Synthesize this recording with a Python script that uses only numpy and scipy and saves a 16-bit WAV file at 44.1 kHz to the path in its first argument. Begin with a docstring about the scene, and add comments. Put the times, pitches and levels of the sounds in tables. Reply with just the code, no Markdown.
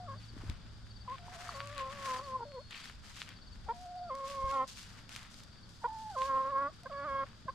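"""A hen a step away clucks and draws out long calls: harmonic stacks in which a thin whine breaks into a
nasal moan, and alternating strong and weak cycles make it hoarse. Tall weeds close to the microphone swish
and scrape as dense tiny contacts, and stalks snap as decaying noise bursts. Soft bumps are damped sines,
puffs of air low noise. Crickets chirp in short falling tones over coloured yard noise and the unsteady
low sine of a distant engine."""
import sys
import numpy as np
from scipy import signal
from scipy.fft import rfft, irfft, next_fast_len
from scipy.io import wavfile

SR = 44100
rng = np.random.default_rng(int(sys.argv[2]) if len(sys.argv) > 2 else 0)


def bounce(signal):
    """Save signal as a 16-bit WAV file at the path given by the first command-line argument."""
    frames = np.transpose(np.atleast_2d(signal))
    limited = np.clip(frames, -1, 1)
    pcm = np.round(limited * 32767).astype(np.int16)
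    wavfile.write(sys.argv[1], SR, pcm)


N = 332514
T = np.arange(N) / SR


def undb(db):
    """Level law: decibels to amplitude gain."""
    return 10 ** (np.asarray(db) / 20)


def unit(x):
    """Normalization: scale to rms 1."""
    return x / np.sqrt(np.mean(x ** 2))


def curves(rows, t=T):
    """Linear interpolation: the columns of a table, joined by straight lines in time."""
    s, *columns = np.transpose(rows)
    return [np.interp(t, s, c) for c in columns]


def colour_db(points, hz):
    """Spectral envelope: read a spectrum in dB on a log-frequency axis."""
    f, db = np.transpose(points)
    return np.interp(np.log(hz + 1), np.log(f), db)


def tint(x, points):
    """Linear filtering: multiply the spectrum of x by an envelope."""
    size = next_fast_len(N)
    gain = undb(colour_db(points, np.fft.rfftfreq(size, 1 / SR)))
    return irfft(rfft(x, size) * gain, size)[..., :N]


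def band(x, lo_hz, hi_hz):
    """Resonance: a gentle first-order band-pass."""
    edges = [lo_hz, min(hi_hz, SR / 2 - 1000)]
    return signal.sosfilt(signal.butter(1, edges, "band", fs=SR, output="sos"), x)


def walk(rate, t=T):
    """Random fluctuation: independent normal levels, rate a second, joined by lines."""
    return np.interp(t * rate, np.arange(4096), rng.standard_normal(4096))


def spread(three, width):
    """Interaural coherence: a shared signal plus one of its own for each ear."""
    width = np.clip(width, 0, 1)
    return np.sqrt(1 - width) * three[0] + np.sqrt(width) * three[1:]


def pan(db):
    """Level difference between the ears: left and right gains for left minus right in dB."""
    return undb(np.array([[1], [-1]]) * db / 2)


def add(out, s, x):
    """Superposition: mix x into out from s seconds."""
    i = max(int(s * SR), 0)
    out[..., i:i + x.shape[-1]] += x[..., :max(N - i, 0)]


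# Spectrum of the yard noise. Each row: frequency in Hz, relative level in dB.
YARD_COLOUR = [(25, -2), (53, -1), (118, -3.5), (224, -5), (320, -15.5), (475, -19.5), (800, -20.5),
               (1050, -20), (1500, -17), (2600, -34), (3500, -19.5), (4100, -25.5), (4750, -16.5),
               (5700, -31), (8000, -35.5), (12000, -54), (15000, -63)]
# Distant engine hum. Each row: time in seconds, relative level in dB.
HUM_LEVEL = [(0, -51.5), (1.2, -57.5), (1.9, -57), (3.3, -68.5), (4.7, -63), (7.54, -65.5)]


def yard(yard_db=-56, hum_hz=108):
    """Ambient noise: far-off rumble and a diffuse haze of insects, with a frequency-wandering engine hum."""
    noise = unit(tint(rng.standard_normal((3, N)), YARD_COLOUR))
    low = signal.sosfilt(signal.butter(1, 1500, fs=SR, output="sos"), noise)
    rumble = spread(low, 0.35) * undb(1.57 * walk(7.6))
    haze = spread(noise - low, 0.9) * undb(0.38 * walk(1.6))
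    hum = np.sqrt(2) * np.sin(2 * np.pi * np.cumsum(hum_hz + 4.29 * walk(16)) / SR)
    hum_db = curves(HUM_LEVEL)[0] - 1.0 + 4.05 * walk(15)
    return undb(yard_db) * (rumble + haze) + hum * undb(hum_db)


# Cricket chirps. Each row: start in seconds, peak level in dB before panning, number of wing strokes.
CHIRP_ROWS = [(.17, -55.5, 3), (0.896, -54.5, 3), (1.48, -51.5, 3), (2.12, -54, 3), (2.762, -56, 3),
              (3.354, -56.5, 4), (3.969, -58.5, 3), (4.69, -62, 3), (5.513, -59.5, 3), (6.098, -62, 4),
              (6.91, -60.5, 3), (7.484, -63, 1)]
# A second cricket's trill. Each row: time in seconds, mean peak level in dB before panning.
TRILL_LEVEL = [(2.2, -86), (2.27, -65), (2.37, -74), (2.55, -59.5), (2.7, -63.5), (2.8, -92)]


def crickets(stroke_s=0.036, period_s=.053, start_hz=4720, end_hz=4400, trill_hz=4335):
    """Stridulation: each wing stroke is a short falling tone; a second cricket holds one brief trill."""
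    out, t = np.zeros(N), np.arange(0, stroke_s, 1 / SR)
    for s, db, strokes in CHIRP_ROWS:
        for k in range(int(round(strokes))):
            hz = np.linspace(start_hz, end_hz, len(t)) * (1 + 0.015 * walk(400, t))
            stroke = np.hanning(len(t)) * np.sin(2 * np.pi * np.cumsum(hz) / SR)
            add(out, s + k * period_s, undb(db) * stroke)
    trill = np.sin(2 * np.pi * np.cumsum(trill_hz + 20 * walk(150)) / SR)
    trill = trill * undb(curves(TRILL_LEVEL)[0] + 1.5 * walk(60))
    return (out + trill) * pan(3.4)


# Soft bumps and taps near the microphone.
# Each row: start in seconds, relative level in dB, frequency in Hz, 60 dB decay time in seconds.
BUMP_ROWS = [(.336, -46.5, 328, 0.028), (.366, -38.5, 260, 0.033), (0.4, -34, 110, 0.027),
             (.436, -35.5, 285, 0.02), (.494, -31, 76, 0.093), (.497, -37, 235, 0.028),
             (1.282, -35, 935, 0.014), (1.491, -23.5, 1200, 0.012), (4.44, -30, 40, 0.045),
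             (7.455, -35.5, 170, 0.019)]
# Spectrum of air on the microphone. Each row: frequency in Hz, relative level in dB.
AIR_SPECTRUM = [(15, -2.5), (28, 2.5), (65, 8), (100, -1.5), (200, -19), (400, -27), (900, -67.5)]
# Puffs of air. Each row: centre in seconds, full width to 1/e in seconds, level in dB.
PUFF_ROWS = [(0.51, 0.08, -42.5), (.8, .9, -53), (1.78, 0.1, -52), (3.06, 0.3, -55), (3.648, 0.37, -51.5),
             (4.464, 0.077, -46)]
DRAUGHT_DB = -62.5  # mean level of the air between the puffs


def handling():
    """Damped oscillation and turbulence: decaying knocks, and low puffs of air over a faint draught."""
    knocks, t = np.zeros(N), T[:SR // 5]
    for s, db, hz, t60 in BUMP_ROWS:
        onset = 1 - np.exp(-t / 0.0011)
        add(knocks, s, -undb(db + 3.0 - 60 * t / t60) * np.sin(2 * np.pi * hz * t) * onset)
    air = spread(unit(tint(rng.standard_normal((3, N)), AIR_SPECTRUM)), 0.47)
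    puffs = sum(undb(db) * np.exp(-(2 * (T - s) / length) ** 2) for s, length, db in PUFF_ROWS)
    return knocks + air * np.hypot(puffs, undb(DRAUGHT_DB + 5.0 * walk(9.7)))


# Dry stalks snapping.
# Each row: start in seconds, relative peak level in dB, left minus right in dB, ring frequency in Hz.
SNAP_ROWS = [(.4983, -38.5, 11, 4000), (1.0992, -42, 8, 2320), (1.143, -54, 2, 2600),
             (1.4823, -38, 0, 4520), (1.658, -41, -2, 3300), (1.6732, -37.5, 3, 2870),
             (1.749, -42.5, 8, 2590), (1.7796, -31, 5, 2910), (1.7953, -39, 4, 2540),
             (2.0313, -45, 5, 2510), (2.076, -40, 2, 2570), (2.7088, -38.5, .5, 2940),
             (2.8565, -37, 0, 2560), (2.897, -42, 5, 1590), (3.2904, -36.5, 9, 3170),
             (4.1522, -39, 1, 4600), (4.3, -36.5, -5, 2625), (4.356, -53, 0, 2380), (4.5134, -39, 6, 3620),
             (4.678, -41, -1, 4950), (4.7728, -40, 4, 3120), (4.8302, -42, 4, 4770),
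             (5.0928, -38, -1, 3210), (5.151, -38, 6, 3710), (5.1622, -28, -1, 3200),
             (5.23, -41.5, 1.5, 2450), (5.3424, -43.5, 12, 2850), (5.436, -44, 0, 6500),
             (5.6927, -48.5, 12, 4730), (6.834, -45, 0, 4540), (7.2869, -49, 7, 2930)]
SNAP_T60_S = .012  # decay of the splintering


def snaps(first_db=12, first_t60=0.0053, after_db=-20, after_t60=0.052):
    """Brittle fracture: a sharp crack, a few milliseconds of splintering and a faint shiver."""
    out, t = np.zeros((2, N)), T[:SR // 20]
    for s, db, pan_db, hz in SNAP_ROWS:
        fading = undb(first_db - 60 * t / first_t60)
        fading += undb(-60 * t / SNAP_T60_S)
        fading += undb(after_db - 60 * t / after_t60)
        crack = band(spread(rng.standard_normal((3, len(t))), 0.26) * fading, hz / 2, hz * np.sqrt(2))
        add(out, s, crack / np.abs(crack).max() * undb(db + 1.5) * pan(pan_db))
    return signal.sosfilt(signal.butter(2, 11000, fs=SR, output="sos"), out)


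def crackle(colour, rate, size_db, width):
    """Shot noise: random tiny contacts, rate a second, of very uneven size."""
    hits = rng.random((3, N)) < rate / SR
    sizes = undb(size_db * np.minimum(rng.exponential(size=(3, N)), 5)) * rng.standard_normal((3, N))
    return spread(unit(tint(hits * sizes, colour)), width)


STEM_WIDTH = 2.25  # the stems' band reaches this factor to either side of their ring


def scrape(stems, ring_hz):
    """Structural resonance: stem contacts filtered twice around the stems' ring, at rms 1."""
    for _ in range(2):
        stems = band(stems, ring_hz / STEM_WIDTH, ring_hz * STEM_WIDTH)
    return unit(stems)


# Spectra of leaf contacts and stem contacts. Each row: frequency in Hz, relative level in dB.
LEAF_SPECTRUM = [(700, -21.5), (1500, -14.5), (3000, 0.5), (5000, 2.5), (7000, -1.5), (8500, -5),
                 (10000, -10.5), (12500, -16), (15000, -25)]
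STEM_SPECTRUM = [(200, -3.5), (450, 5), (800, 1), (1300, 3.5), (1750, 1.5), (2600, -1), (3400, -1),
                 (4600, -5.5), (7000, -39)]
# Brushes through the weeds. Each row: start in seconds, length in seconds, relative swish level in dB,
# stems against swish in dB, stem ring in Hz.
BRUSH_ROWS = [(0.196, 0.07, -70.5, 2, 3000), (0.346, .16, -71, 8, 1180), (0.487, .015, -70.5, 11.5, 2000),
              (0.529, 0.14, -89, 19.5, 3400), (1.08, 0.081, -71, 10, 2400), (1.269, 0.3, -60.5, 4, 1410),
              (1.466, 0.032, -63.5, 7.5, 1300), (1.555, 0.16, -65.5, 8.5, 1870),
              (1.749, 0.06, -62.5, 11, 2100), (1.877, 0.2, -63.5, 6, 1770), (2.013, 0.15, -54.5, 3, 1600),
              (2.252, .06, -66, 1.5, 2010), (2.709, .035, -62, 11, 2960), (2.752, 0.038, -63.5, 5.5, 3100),
              (2.781, 0.095, -61, 5, 2400), (3.036, 0.1, -62, -1, 1730), (3.148, 0.077, -58, 2, 3000),
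              (3.266, .04, -70.5, 13, 2480), (3.755, 0.083, -65.5, -8, 2400), (4.155, .11, -67, -1, 2000),
              (4.253, 0.096, -59.5, -3.5, 2400), (4.399, 0.097, -65, -3, 2570),
              (4.482, 0.087, -61.5, 0.5, 2520), (4.673, 0.021, -53.5, -13, 2986),
              (4.756, 0.082, -57, -4, 2410), (4.871, .12, -67.5, 4, 1570), (5.094, 0.092, -59, 0.5, 1960),
              (5.203, 0.066, -68, 7.5, 1760), (5.305, 0.098, -63.5, -17, 2500),
              (5.676, .16, -69, -21, 2500), (5.91, 0.37, -65.5, -23, 2500),
              (6.181, 0.071, -56.5, -0.5, 2430), (6.3, 0.18, -71, 4.5, 2700), (6.713, 0.095, -74, -2, 2500),
              (7.244, 0.043, -74.5, 12, 1500)]
BRUSH_RISE, BRUSH_T60_S = .45, 0.33  # build-up as share of the length, 60 dB decay time
TICK_DB = -4.5  # separate dry ticks against the stems' scrape
# the weeds never quite come to rest: relative levels of leaves and stems, wander, left minus right
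STIR_DB, STIR_STEM_DB, STIR_WANDER_DB, STIR_PAN_DB = -75.5, -74.5, 1, 1
STIR_RING_HZ = 2160


def weeds():
    """Frictional contact: leaves swish high and stems scrape and tick as each brush builds, holds and dies."""
    leaves = crackle(LEAF_SPECTRUM, rate=6000, size_db=3.0, width=0.73)
    stems = crackle(STEM_SPECTRUM, rate=3000, size_db=3.0, width=0.37)
    stems += undb(TICK_DB) * crackle(STEM_SPECTRUM, rate=70, size_db=3.2, width=0.1)
    leaf_power, scrapes = np.zeros(N), np.zeros((2, N))
    for s, length, db, stem_db, hz in BRUSH_ROWS:
        rise = BRUSH_RISE * length
        t = np.arange(-rise / 2, length + BRUSH_T60_S, 1 / SR)
        decay_db = -60 * np.maximum(t - length, 0) / BRUSH_T60_S
        brush = np.minimum(t / rise + .5, 1) * undb(db + decay_db)
        first = rng.integers(N // 2)  # a random stretch of stem contacts
        add(leaf_power, s + t[0], brush ** 2)
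        add(scrapes, s + t[0], brush * undb(stem_db) * scrape(stems[:, first:first + len(t)], hz))
    stir = undb(STIR_WANDER_DB * walk(4.9)) * pan(STIR_PAN_DB)
    swish = leaves * np.hypot(np.sqrt(leaf_power), undb(STIR_DB) * stir)
    scrapes = scrapes + undb(STIR_STEM_DB) * stir * scrape(stems, STIR_RING_HZ)
    spurts = undb(3.0 + 2.0 * walk(70))  # quick uneven spurts
    return (swish + scrapes) * spurts


# Where the voice cracks into irregular cycles.
# Each row: centre in seconds, full width to 1/e in seconds, depth from 0 to 1.
CRACK_ROWS = [(0.13, 0.053, 0.23), (1.384, .12, 0.38), (2.193, 0.028, 0.71), (2.402, 0.032, 0.85),
              (2.451, 0.0081, 0.8), (6.18, 0.023, 0.13), (7.237, 0.013, 0.3)]
# Throat gain for the high overtones, and for the lines between harmonics.
# Each row: frequency in Hz, relative gain against the second harmonic in dB.
THROAT_GAIN = [(1800, -22.5), (2200, -27), (2700, -42.5), (3250, -33), (3800, -46.5), (4600, -54.5),
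               (6500, -57.5)]
HOARSE_GAIN = [(270, -8), (800, -10.5), (1350, 2.5), (1900, -11), (2450, -22), (3000, -26), (4500, -49)]
WAVER_PER_S = 36  # turns of a wavering whine


def syrinx(rows, overtone_db, waver, jitter=.007, wobble=0.0081, shimmer_db=1.42, rasp_db=-30):
    """Period doubling: in a harmonic stack, alternating strong and weak cycles put lines between harmonics."""
    t = np.arange(rows[0][0], rows[-1][0], 1 / SR)
    hz, first_db, second_db, third_db, doubling = curves(rows, t)
    crack = sum(depth * np.exp(-(2 * (t - s) / length) ** 2) for s, length, depth in CRACK_ROWS)
    hz = hz * (1 + (jitter + 0.0572 * crack) * walk(190, t) + wobble * walk(60, t))
    # without pressure behind it the pitch wavers
    whining = np.clip((first_db - second_db) / 20, 0, 1)
    phase = 2 * np.pi * np.cumsum(hz * (1 + waver * whining * walk(WAVER_PER_S, t))) / SR

    # the second harmonic sits on the main throat resonance; an open beak lifts the lines above it
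    opening_db = np.clip(third_db + 23, -15, 15)
    levels = [first_db, second_db, second_db + third_db]
    high_db = second_db + overtone_db + .4 * np.maximum(opening_db, 0)
    levels += [high_db + colour_db(THROAT_GAIN, k * hz) for k in np.arange(4, 12)]

    hoarse = doubling * undb(second_db + 2 * walk(50, t))
    voice = 0
    for k, db in enumerate(levels, 1):
        shimmer = shimmer_db * max(k / 4, 1) * walk(130, t)
        voice += undb(db + shimmer) * np.cos(k * phase)
        # a closing beak lowers the resonance toward the in-between line just under it
        closed_db = -.7 * np.minimum(opening_db, 0) * (k == 2)
        between_gain = undb(colour_db(HOARSE_GAIN, (k - .5) * hz) + closed_db)
        voice += hoarse * between_gain * np.sin((k - .5) * phase)

    breath = band(band(rng.standard_normal(len(t)), 770, 1200), 770, 1200)
    rasp = unit(breath) * (1 + np.cos(phase))  # pulses with each cycle
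    fade = np.clip(np.minimum(t - t[0], t[-1] - t) / 0.0014, 0, 1)
    return fade * (1 + crack * walk(450, t)) * (np.sqrt(2) * voice + undb(second_db + rasp_db) * rasp)


def cluck(s, length, lead_hz, hz, first_db, second_db, third_db):
    """Register break: a faint high lead-in drops to a short low note, which rises a little as it dies."""
    # each row: time in seconds, pitch in Hz, fundamental dB, second dB, third against second dB, doubling
    return [(s - .024, lead_hz, first_db - 16, second_db - 53, third_db, 0),
            (s - .005, lead_hz * .95, first_db - 6, second_db - 39, third_db, 0),
            (s + 0.00387, hz * 1.04, first_db - 4, second_db, third_db, 0),
            (s + 0.28 * length, hz, first_db, second_db, third_db, 0),
            (s + .65 * length, hz * (1 + 1.3 * length), first_db + 0.5, second_db + 0.5, third_db - 2.5, 0),
            (s + length, hz * 1.1, first_db - 7.5, second_db - 6, third_db - 28, 0),
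            (s + length + 0.0048, hz * 0.99, first_db - 15, second_db - 31, third_db - 19, 0)]


WHINE_ATTACK_S, WHINE_ONSET_DB, WHINE_DROOP = .008, 1, 0.0248  # droop as share of pitch
WHINE_SECOND_DB, WHINE_THIRD_DB = -27, -30  # a whine is almost a pure tone
SWELL_TIME, SWELL_SHARE = 0.356, 0.67  # this early part of the whine brings this share of its swell
SAG_SHARE = .19  # last part of the whine, in which it sags
# the whine sags and brightens, then drops into the moan
BREAK_S, BREAK_SAG, BREAK_DIP_DB, BREAK_SECOND_DB = .02, 0.0502, -4.5, -7.5
BREAK_RATIO = 1.37  # the whine sinks at least to this multiple of the moan's pitch before it breaks
MOAN_REF_DB, FUNDAMENTAL_SLOPE = -42.5, 0.35  # dB of fundamental per dB of moan above the reference
RELEASE_RISE_PER_S, RELEASE_FUNDAMENTAL_DB, RELEASE_SECOND_DB = 5.0, -10, -32  # pitch lifts as a call stops


def call(start, whine_hz, whine_db, swell_db, fundamental_db, release_s, moan):
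    """Vocal effort: a thin whine breaks into a moan, where effort goes mostly into the second harmonic."""
    holds = start + WHINE_ATTACK_S
    length = max(moan[0][0] - BREAK_S - holds, 1 / SR)
    break_ratio = min(1 - BREAK_SAG, BREAK_RATIO * moan[0][1] / whine_hz)
    # each row: time in seconds, pitch against the whine's, swell in dB, second against fundamental in dB
    shape = [(start, 1 + WHINE_DROOP, WHINE_ONSET_DB, WHINE_SECOND_DB),
             (holds, 1, 0, WHINE_SECOND_DB),
             (holds + SWELL_TIME * length, 1, SWELL_SHARE * swell_db, WHINE_SECOND_DB),
             (holds + (1 - SAG_SHARE) * length, 1 - WHINE_DROOP / 2, swell_db, WHINE_SECOND_DB),
             (holds + length, break_ratio, swell_db + BREAK_DIP_DB, BREAK_SECOND_DB)]
    whine = [(s, whine_hz * ratio, whine_db + db, whine_db + db + second_db, WHINE_THIRD_DB, 0)
             for s, ratio, db, second_db in shape]
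    held = [(s, hz, fundamental_db + FUNDAMENTAL_SLOPE * (db - MOAN_REF_DB), db, beak_db, doubling)
            for s, hz, db, beak_db, doubling in moan]
    s, hz, first_db, second_db, beak_db, doubling = held[-1]
    release = (s + release_s, hz * (1 + RELEASE_RISE_PER_S * release_s),
               first_db + RELEASE_FUNDAMENTAL_DB, second_db + RELEASE_SECOND_DB, beak_db, doubling)
    return whine + held + [release]


# The moan that ends each call. Each row: time in seconds, pitch in Hz, second harmonic level in dB,
# beak opening as third against second harmonic in dB, period doubling from 0 to 1.
SHORT_MOAN = [(.088, 553, -45.5, -19, 0.07), (0.142, 545, -47.5, -13, 0)]
WAVERING_MOAN = [(1.551, 543.5, -47.5, -38, 0.14), (1.745, 587, -55.5, -5, 0.13),
                 (1.809, 529.8, -37.5, -34, 0), (1.89, 531.3, -45, -42, 0.15),
                 (1.948, 579.5, -57, -10, 0.15), (2.111, 514.4, -36, -20, .06),
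                 (2.191, 520, -42.5, -54.5, .2), (2.24, 581, -53, -13, .03), (2.29, 526, -45.5, -24, 0.061),
                 (2.362, 518.5, -36, -36, 0.013), (2.384, 504, -54, -20, 0), (2.434, 461, -39.5, -13, 0.05)]
PARTING_MOAN = [(2.549, 535, -57.5, -22, 0.0084), (2.586, 482, -48.5, -18, 0), (2.6, 556, -57, -22, 0)]
SWELLING_MOAN = [(4.109, 521.6, -36, -35, 0.056), (4.17, 549, -45.5, -23, .05),
                 (4.266, 533, -41, -31, 0.034), (4.29, 564, -48.5, -24, 0), (4.432, 533.7, -36, -32, .025),
                 (4.51, 541, -35, -18, 0), (4.531, 550, -34, -37, 0.21), (4.62, 523, -31, -48, 0.15),
                 (4.643, 537, -38, -39, 0.2)]
LOUD_MOAN = [(6.168, 523, -36, -20, 0.042), (6.221, 526.7, -32.5, -26, 0),
             (6.269, 546.3, -39.5, -14.5, 0.012), (6.3, 537, -33, -17, .1), (6.38, 531.6, -31.5, -31, 0.14),
             (6.44, 539.4, -37, -21, 0.065), (6.497, 551, -36, -23, 0.11), (6.511, 583, -43, -12, 0.22),
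             (6.526, 545, -35.5, -26, .02), (6.575, 547, -31, -18.5, 0.071), (6.676, 571, -37, -19, 0.33)]
NASAL_MOAN = [(6.917, 557, -46, -15, 0.09), (6.97, 554, -44, -7.5, .08), (7.04, 567, -43.5, -11, 0.57),
              (7.057, 627, -40.5, -22, .35), (7.09, 549, -39, -12.5, 0.17), (7.197, 541, -35, -13.5, 0.084),
              (7.238, 542, -39, -17, 0.38)]
# Calls. Each row: start in seconds, whine pitch in Hz, whine level in dB, whine swell in dB,
# moan fundamental at the reference moan level in dB, release in seconds,
# whine waver as share of pitch, high overtones in dB, moan.
CALLS = [(0, 730, -50, -0.5, -54.5, 0.034, 0.017, -3, SHORT_MOAN),
         (1.19, 709, -60, 7, -50.5, .018, 0.023, -11, WAVERING_MOAN),
         (2.45, 577, -50.5, -1.5, -43.5, 0.019, 0.042, 0, PARTING_MOAN),
         (3.73, 717, -56, 12.5, -47.5, .012, .018, 1.5, SWELLING_MOAN),
         (5.875, 877.6, -43.5, -2, -47, 0.027, .005, -7, LOUD_MOAN),
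         (6.89, 739, -67.5, 21.5, -46, .012, 0.0045, 2.5, NASAL_MOAN)]
# Clucks. Each row: start of the low note in seconds, length in seconds, lead-in pitch in Hz, pitch in Hz,
# fundamental level in dB, second harmonic level in dB, third against second harmonic in dB.
CLUCK_ROWS = [(1.076, 0.081, 842, 485.4, -59, -41.5, -39), (3.685, 0.04, 829, 448.4, -47.5, -34.5, -13.5),
              (5.84, 0.03, 937, 467, -44, -32.5, -10.5), (6.856, 0.021, 720, 514, -48, -44.5, -1.5),
              (7.48, 0.025, 662, 506, -50, -38, -9.5)]
# Direction of the hen. Each row: time in seconds, left minus right in dB.
HEN_DIRECTION = [(0, 1), (1.1, 1.5), (1.9, 1.5), (2.3, 0.5), (3.7, 0), (4.5, -2), (6.5, -2.3), (7.1, -3)]
PORT_LAG_S = .00006  # her voice reaches the left port this much later


def hen(echo_db=-24.5, echo_t60=0.29, cluck_overtone_db=-4):
    """Direct and reverberant sound: her voice reaches the left port late, with a faint echo from the yard."""
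    voice = np.zeros(N)
    # the high overtones beam forward, so their level differs from call to call as her head turns
    for *row, waver, overtone_db, moan in CALLS:
        add(voice, row[0], syrinx(call(*row, moan), overtone_db, waver))
    for row in CLUCK_ROWS:
        note = cluck(*row)
        add(voice, note[0][0], syrinx(note, cluck_overtone_db, 0))
    late = np.interp(T - PORT_LAG_S, T, voice)
    direct = np.array([late, voice]) * pan(curves(HEN_DIRECTION)[0])
    t = T[:SR // 2]
    tail = rng.standard_normal((2, len(t))) * undb(-60 * t / echo_t60) * (t > .012)
    tail /= np.sqrt(np.sum(tail ** 2) / 2)
    return direct + undb(echo_db) * signal.fftconvolve(voice[None], tail)[:, :N]


def scene():
    """Superposition: everything in the yard, from the background to the hen."""
    return yard() + crickets() + handling() + snaps() + weeds() + hen()


# Balance of the microphone ports. 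Each row: frequency in Hz, left minus right in dB.
PORT_BALANCE = [(200, 0.5), (1200, 0.5), (2500, 4.5), (5000, 3), (9000, -2.5)]
TOP_HZ = 15300


def record(dry):
    """Transducer response: the two ports colour the sound a little differently; the top is cut."""
    ports = [tint(x, [(hz, side * db / 2) for hz, db in PORT_BALANCE]) for x, side in zip(dry, (1, -1))]
    return signal.sosfilt(signal.ellip(8, .2, 70, TOP_HZ, fs=SR, output="sos"), np.array(ports))


dry = scene()
out = record(dry)
bounce(out)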